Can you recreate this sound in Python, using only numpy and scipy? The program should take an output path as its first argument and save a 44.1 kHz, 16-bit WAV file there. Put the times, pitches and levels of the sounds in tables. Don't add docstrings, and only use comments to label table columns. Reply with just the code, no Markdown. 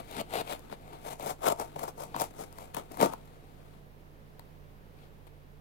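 import sys
import numpy as np
from scipy import signal
from scipy.fft import rfft, irfft, next_fast_len
from scipy.io import wavfile
from scipy.ndimage import uniform_filter1d, map_coordinates

SR = 44100
rng = np.random.default_rng(int(sys.argv[2]) if len(sys.argv) > 2 else 0)


def pcm_store(signal):
    levels = np.round(np.clip(np.atleast_2d(signal), -1, 1) * 32767)
    wavfile.write(sys.argv[1], SR, levels.astype(np.int16).T)


N = 247004

# (pitch [Hz], width [Hz], relative level [dB])
HOLLOW_NOTES = [(449, 56.6, -2), (547, 70, 1), (673.6, 127.5, 3), (920, 214, 1.5), (1100, 343, -2),
                (1342, 360, -9)]
SOLE_NOTES = [(146, 144, -5.5), (235.4, 115, 0), (305, 158, -2.5)]
def tearing():
    power = handling() + pulls()
    swarm = snaps(per_second=2000, scatter_db=2.06, clump_db=1.58)
    thump = ring(swarm, HOLLOW_NOTES)
    boom = ring(swarm, SOLE_NOTES)
    fuzz = fray(swarm, fade_s=0.00196)
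    rasp = band(fuzz, 1870, 4830)
    crackle = band(fuzz, 3800, 14500)
    layers = [thump, boom, rasp, crackle]
    return sum(gain * unit_level(layer) for gain, layer in zip(np.sqrt(power), layers))


# (time of full force [s], hold [s],
# rise [s], fall [s], thump [dB], boom compared with thump [dB], rasp [dB], crackle [dB])
HAND_PULLS = [(0.0, 0.0095, .02, 0.023, -43.5, -4, -53, -55.5),
              (0.204, 0.0069, 0.16, 0.013, -38, -1.5, -39.5, -43),
              (0.333, 0.078, 0.045, 0.019, -37.5, -4.5, -40.5, -43.5),
              (0.512, 0.01, 0.082, 0.066, -38, -13, -43, -45),
              (0.725, 0.0054, 0.047, 0.033, -51.5, 3, -52.5, -56),
              (0.951, 0.005, .25, .05, -50, -7, -59, -61.5),
              (1.066, 0.065, .07, 0.038, -44.5, -10, -51.5, -49.5),
              (1.205, 0.035, .03, 0.068, -44.5, -10, -52, -54),
              (1.272, 0.034, 0.1, 0.042, -36.5, -12, -49, -43),
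              (1.438, 0.018, 0.037, .03, -33, -19, -47, -44.5),
              (1.462, 0.022, 0.018, 0.027, -26, -17, -38, -35.5),
              (1.52, 0.0042, 0.065, 0.013, -28.5, -22, -42.5, -38.5),
              (1.606, 0.0044, 0.052, 0.081, -35.5, -10, -50.5, -45.5),
              (1.76, .004, 0.0091, .08, -45, -6, -73, -58), (1.791, .005, 0.02, 0.038, -47, 0, -51.5, -49),
              (1.833, 0.0044, 0.046, 0.07, -37.5, -10, -54.5, -48.5),
              (1.885, 0.0045, 0.031, 0.03, -42, -7, -55.5, -49),
              (2.003, 0.0098, 0.041, .09, -38.5, -19, -55, -47.5),
              (2.145, 0.028, 0.011, .06, -44.5, -0.5, -51.5, -60),
              (2.204, 0.0044, 0.042, 0.075, -33, -12, -43, -38.5),
              (2.396, 0.027, 0.06, 0.068, -45, -3.5, -58, -50.5),
              (2.584, 0.068, 0.081, 0.056, -52.5, -19, -62.5, -59),
              (2.745, 0.0099, 0.014, .03, -50, 2, -52, -53),
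              (2.772, 0.0051, 0.013, 0.068, -38.5, -5, -49, -49),
              (2.916, .003, 0.023, 0.038, -48.5, -0.5, -67, -61), (2.942, .01, .03, .05, -55, -7, -61, -56),
              (3.016, 0.0029, 0.047, 0.024, -30.5, 1, -39, -39),
              (3.03, 0.0038, 0.043, 0.069, -22.5, -3.5, -49, -37.5),
              (3.127, 0.0034, 0.058, 0.044, -45.5, -9, -57, -56),
              (5.014, 0.025, 0.11, 0.092, -68, 6.5, -65.5, -71),
              (5.275, .002, 0.013, 0.015, -57.5, -3, -63, -65)]
SLACK_DROP_DB = [
    [26],
    [24.5],
    [25.5],
    [23.5],
]
def pulls():
    t = np.arange(N) / SR
    power = np.zeros((4, N))
    for start, hold, rise, fall, thump_db, boom_db, rasp_db, crackle_db in HAND_PULLS:
        now = slice(max(int((start - 2 * rise) * SR), 0), int((start + hold + 2 * fall) * SR))
        before = (start - t[now]) / rise
        after = (t[now] - start - hold) / fall
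        slack = np.maximum(np.maximum(before, after), 0)
        full_db = np.c_[[thump_db, thump_db + boom_db, rasp_db, crackle_db]]
        power[:, now] += from_db(full_db - SLACK_DROP_DB * slack) ** 2
    return power


# (time [s], thump level [dB])
SHOE_SHIFTS = [(0, -81), (.3, -60), (.62, -61), (.78, -65), (1.0, -62), (1.18, -70), (1.38, -68),
               (1.72, -61.5), (1.96, -73), (2.12, -59.5), (2.33, -65.5), (2.52, -63), (2.72, -66.5),
               (2.9, -65), (3.2, -64), (3.6, -68), (3.77, -66), (3.9, -88), (4.7, -93), (5.6, -88)]
def handling():
    thump_db = np.interp(np.arange(N) / SR, *np.transpose(SHOE_SHIFTS))
    over_thump_db = [[0], [2], [-5.5], [-7]]
    return from_db(thump_db + over_thump_db) ** 2


def snaps(per_second, scatter_db, clump_db):
    when, how_loud, which_way = rng.random((3, N))
    strength = from_db(-scatter_db * np.log(how_loud + 1e-9)) * np.sign(which_way - .5)
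    return (when < per_second / SR) * strength * from_db(clump_db * wander(220))


# (frequency [Hz], relative level [dB])
CLOTH_TONE = [(820, -33), (1400, 7.5), (1880, -4.5), (2040, -1), (2480, -1.5), (2770, -4.5), (3610, -2.5),
              (5160, -2), (8000, -4), (13900, -6), (16000, -10.5)]
def fray(swarm, fade_s):
    t = np.arange(int(SR * .02)) / SR
    power = signal.fftconvolve(swarm ** 2, np.exp(-t / fade_s))[:N]
    fuzz = np.sqrt(np.abs(power)) * rng.standard_normal(N)
    fuzz += .5 * rng.standard_normal(N)
    return irfft(rfft(fuzz) * from_db(read_curve(CLOTH_TONE, N)), N)


# (time [s], crack peak [dB], knock [dB], tap [dB], rasp peak [dB])
STITCH_BREAKS = [(0.1127, -34, -47, -58, -40), (0.202, -34, -36.5, -46, -36),
                 (0.2126, -30, -35.5, -58, -51), (0.412, -34, -38, -45, -32), (0.4758, -37, -46, -45, -35),
                 (0.5322, -30, -38, -40, -38), (0.5932, -43, -59, -56, -61), (0.6984, -50, -57, -49, -50),
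                 (0.7257, -44, -38, -40, -39.5), (1.0594, -42, -44, -65, -54), (1.1968, -35, -40, -44, -55),
                 (1.2268, -32, -42, -54, -58), (1.261, -32, -33, -50, -55), (1.2849, -39, -42, -43, -42),
                 (1.3094, -37, -40, -44, -55), (1.4202, -41, -52, -52, -49), (1.4418, -37, -38.5, -35, -37),
                 (1.4683, -23, -27, -31, -40), (1.4849, -17, -28.5, -30, -37),
                 (1.5033, -27, -32.5, -44, -52), (1.5224, -30, -31, -38, -48), (1.5609, -48, -50, -53, -61),
                 (1.5983, -26, -39.5, -37, -53), (1.7619, -43, -36, -39.5, -44),
                 (1.7928, -29, -56, -38, -44), (1.8319, -29, -48, -43, -46), (1.8376, -28, -48, -36, -51),
                 (1.8787, -33.5, -53, -41, -47), (1.9784, -43, -46, -56, -60), (2.0363, -33, -42, -46, -54),
                 (2.1448, -50, -64, -32, -39), (2.1631, -26, -48, -32, -50), (2.1992, -24, -41, -39, -50),
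                 (2.2103, -23, -32.5, -35.5, -48), (2.217, -18.5, -34, -32, -36),
                 (2.3388, -50, -62, -55, -57), (2.3907, -48, -40.5, -64, -53),
                 (2.5262, -40.5, -73, -55, -64), (2.585, -34.5, -62, -43.5, -60),
                 (2.7462, -25, -60, -38.5, -34.5), (2.7673, -26, -37, -35, -38),
                 (2.7844, -34, -49, -44, -57), (2.9187, -35.5, -57, -55, -53), (2.9424, -45, -54, -48, -46),
                 (2.9714, -34, -52, -40, -43), (3.0024, -36, -35, -33, -28), (3.0121, -20, -29, -25, -42),
                 (3.0274, -21, -17.5, -44, -38), (3.0414, -25, -33, -37, -48),
                 (3.0594, -28, -26.5, -30.5, -44), (3.1353, -32.5, -39.5, -36, -56),
                 (3.256, -52, -75, -67, -63), (4.3945, -37, -56, -50, -42.5), (5.2684, -50, -63, -59, -56)]
def stitches(length=2048):
    t = np.arange(length) / SR
    click = t == 0
    knock = ring(click, SOLE_NOTES + HOLLOW_NOTES[:3])
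    tap = band(ring(click, HOLLOW_NOTES[3:]), 840, 2010)
    knock, tap = (part / np.std(part[t < .003]) for part in (knock, tap))
    out = np.zeros(N + length)
    for start, *levels_db in STITCH_BREAKS:
        noise = rng.standard_normal(length)
        crack = band(noise * np.exp(-t / 0.0016), 3350, 21400)
        rasp = band(noise * np.exp(-t / 0.0015), 1500, 5200)
        parts = [crack / np.abs(crack).max(), knock, tap, rasp / np.abs(rasp).max()]
        out[int(start * SR):][:length] += from_db(levels_db) @ parts
    return out[:N]


def room_echo(size, fade_60db_s=0.14, low_cut_hz=204, high_cut_hz=6700):
    t = np.arange(SR // 2) / SR
    fade_in = np.clip(t / 0.0044 - .5, 0, 1)
    tail = rng.standard_normal((2, len(t))) * from_db(-60 * t / fade_60db_s) * fade_in
    tail *= from_db(-13.5) / np.sqrt(np.sum(tail ** 2, axis=1, keepdims=True))
    hz = np.fft.rfftfreq(size, 1 / SR)
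    walls = 1j * hz / (low_cut_hz + 1j * hz) / (1 + 1j * hz / high_cut_hz)
    return rfft(tail, size) * walls


# (frequency [Hz], level change [dB])
PHONE_SHADOW = [(60, 6), (300, -6.5), (1300, -7), (3000, -13.5), (6000, -24), (15000, -39)]
def microphones(sound, far_delay_s=0.00048):
    size = next_fast_len(N + SR)
    hz = np.fft.rfftfreq(size, 1 / SR)
    shaded = from_db(read_curve(PHONE_SHADOW, size)) * np.exp(-2j * np.pi * hz * far_delay_s)
    paths = np.array([np.ones(len(hz)), shaded]) + room_echo(size)
    near, far = irfft(rfft(sound, size) * paths, size)[:, :N]
    drifting = np.arange(N) + 5.2 * wander(9.7)
    return np.array([near, map_coordinates(far, [drifting], order=3, mode="nearest")])


# (frequency [Hz], relative level [dB])
HUSH_TONE = [(20, -42), (48, -8.5), (68, -21.5), (115, -16.5), (180, -12), (370, -19.5), (430, -15.5),
             (670, -22), (960, -24.5), (2000, -31), (4140, -39), (8000, -48.5), (13000, -42), (16400, -43)]
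# (frequency [Hz], left minus right [dB])
HUSH_BALANCE = [(60, -10.5), (110, -14), (200, 0), (380, -7), (700, -4.5), (1290, -1.5), (2380, -0.5),
                (4400, 1), (8120, 5.5), (15000, 2.5)]
# (frequency [Hz], likeness [-1 to 1])
HUSH_LIKENESS = [(60, 1), (300, 0.52), (700, 0.1), (1400, -0.61), (3000, 0.11)]
def hush():
    alike = np.clip(read_curve(HUSH_LIKENESS, N), -.99, .99)
    shared, opposed = rfft(rng.standard_normal((2, N))) * from_db(read_curve(HUSH_TONE, N))
    both = shared * np.sqrt(1 + alike) + opposed * np.sqrt(1 - alike) * np.array([[1], [-1]])
    lean_db = read_curve(HUSH_BALANCE, N) / 2
    noise = irfft(both * from_db([lean_db, -lean_db]), N)
    noise /= np.std(band(noise.mean(axis=0), 183, 16000))
    return noise * from_db(-60.5 + wander(4.13))


# (pitch [Hz], level [dB], left minus right [dB], left ahead by [radians])
HUM_TONES = [(36.4, -59, -4, 0.39), (90, -61, -6.5, 1.73), (146, -62, -8.5, 0.29)]
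def machine_hum():
    out = 0
    for hz, db, lean_db, lead in HUM_TONES:
        phase = np.cumsum(2 * np.pi * (hz + 2.0 * wander(7)) / SR)
        tone = np.sqrt(2) * from_db(db + 0.88 * wander(5.1)) * np.sin([phase + lead, phase])
        out = out + tone * from_db([[lean_db / 2], [-lean_db / 2]])
    return out


def ring(hits, notes):
    out = 0
    for k, (hz, width, db) in enumerate(notes):
        note = signal.lfilter(*signal.iirpeak(hz, hz / width, SR), hits)
        out = out + (-1) ** k * from_db(db) * note
    return out


def wander(per_second):
    step = int(SR / per_second)
    return uniform_filter1d(np.repeat(rng.standard_normal(N // step + 1), step), step)[:N]


def read_curve(table, size):
    hz, value = np.transpose(table)
    return np.interp(np.log(np.fft.rfftfreq(size, 1 / SR) + 1), np.log(hz), value)


def band(x, low_hz, high_hz):
    return signal.sosfilt(signal.butter(2, [low_hz, high_hz], "bandpass", fs=SR, output="sos"), x)


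def from_db(db):
    return 10 ** (np.asarray(db) / 20)


def unit_level(x):
    return x / np.sqrt(np.mean(x ** 2))


def scene(close_boost_db=4.5):
    shoe = band(tearing() + stitches(), 173, 22000)
    return microphones(from_db(close_boost_db) * shoe) + hush() + machine_hum()


def record(dry, top_hz=15900, offset=-.0006):
    return offset + signal.sosfilt(signal.ellip(10, .2, 70, top_hz, fs=SR, output="sos"), dry)


dry = scene()
out = record(dry)
pcm_store(out)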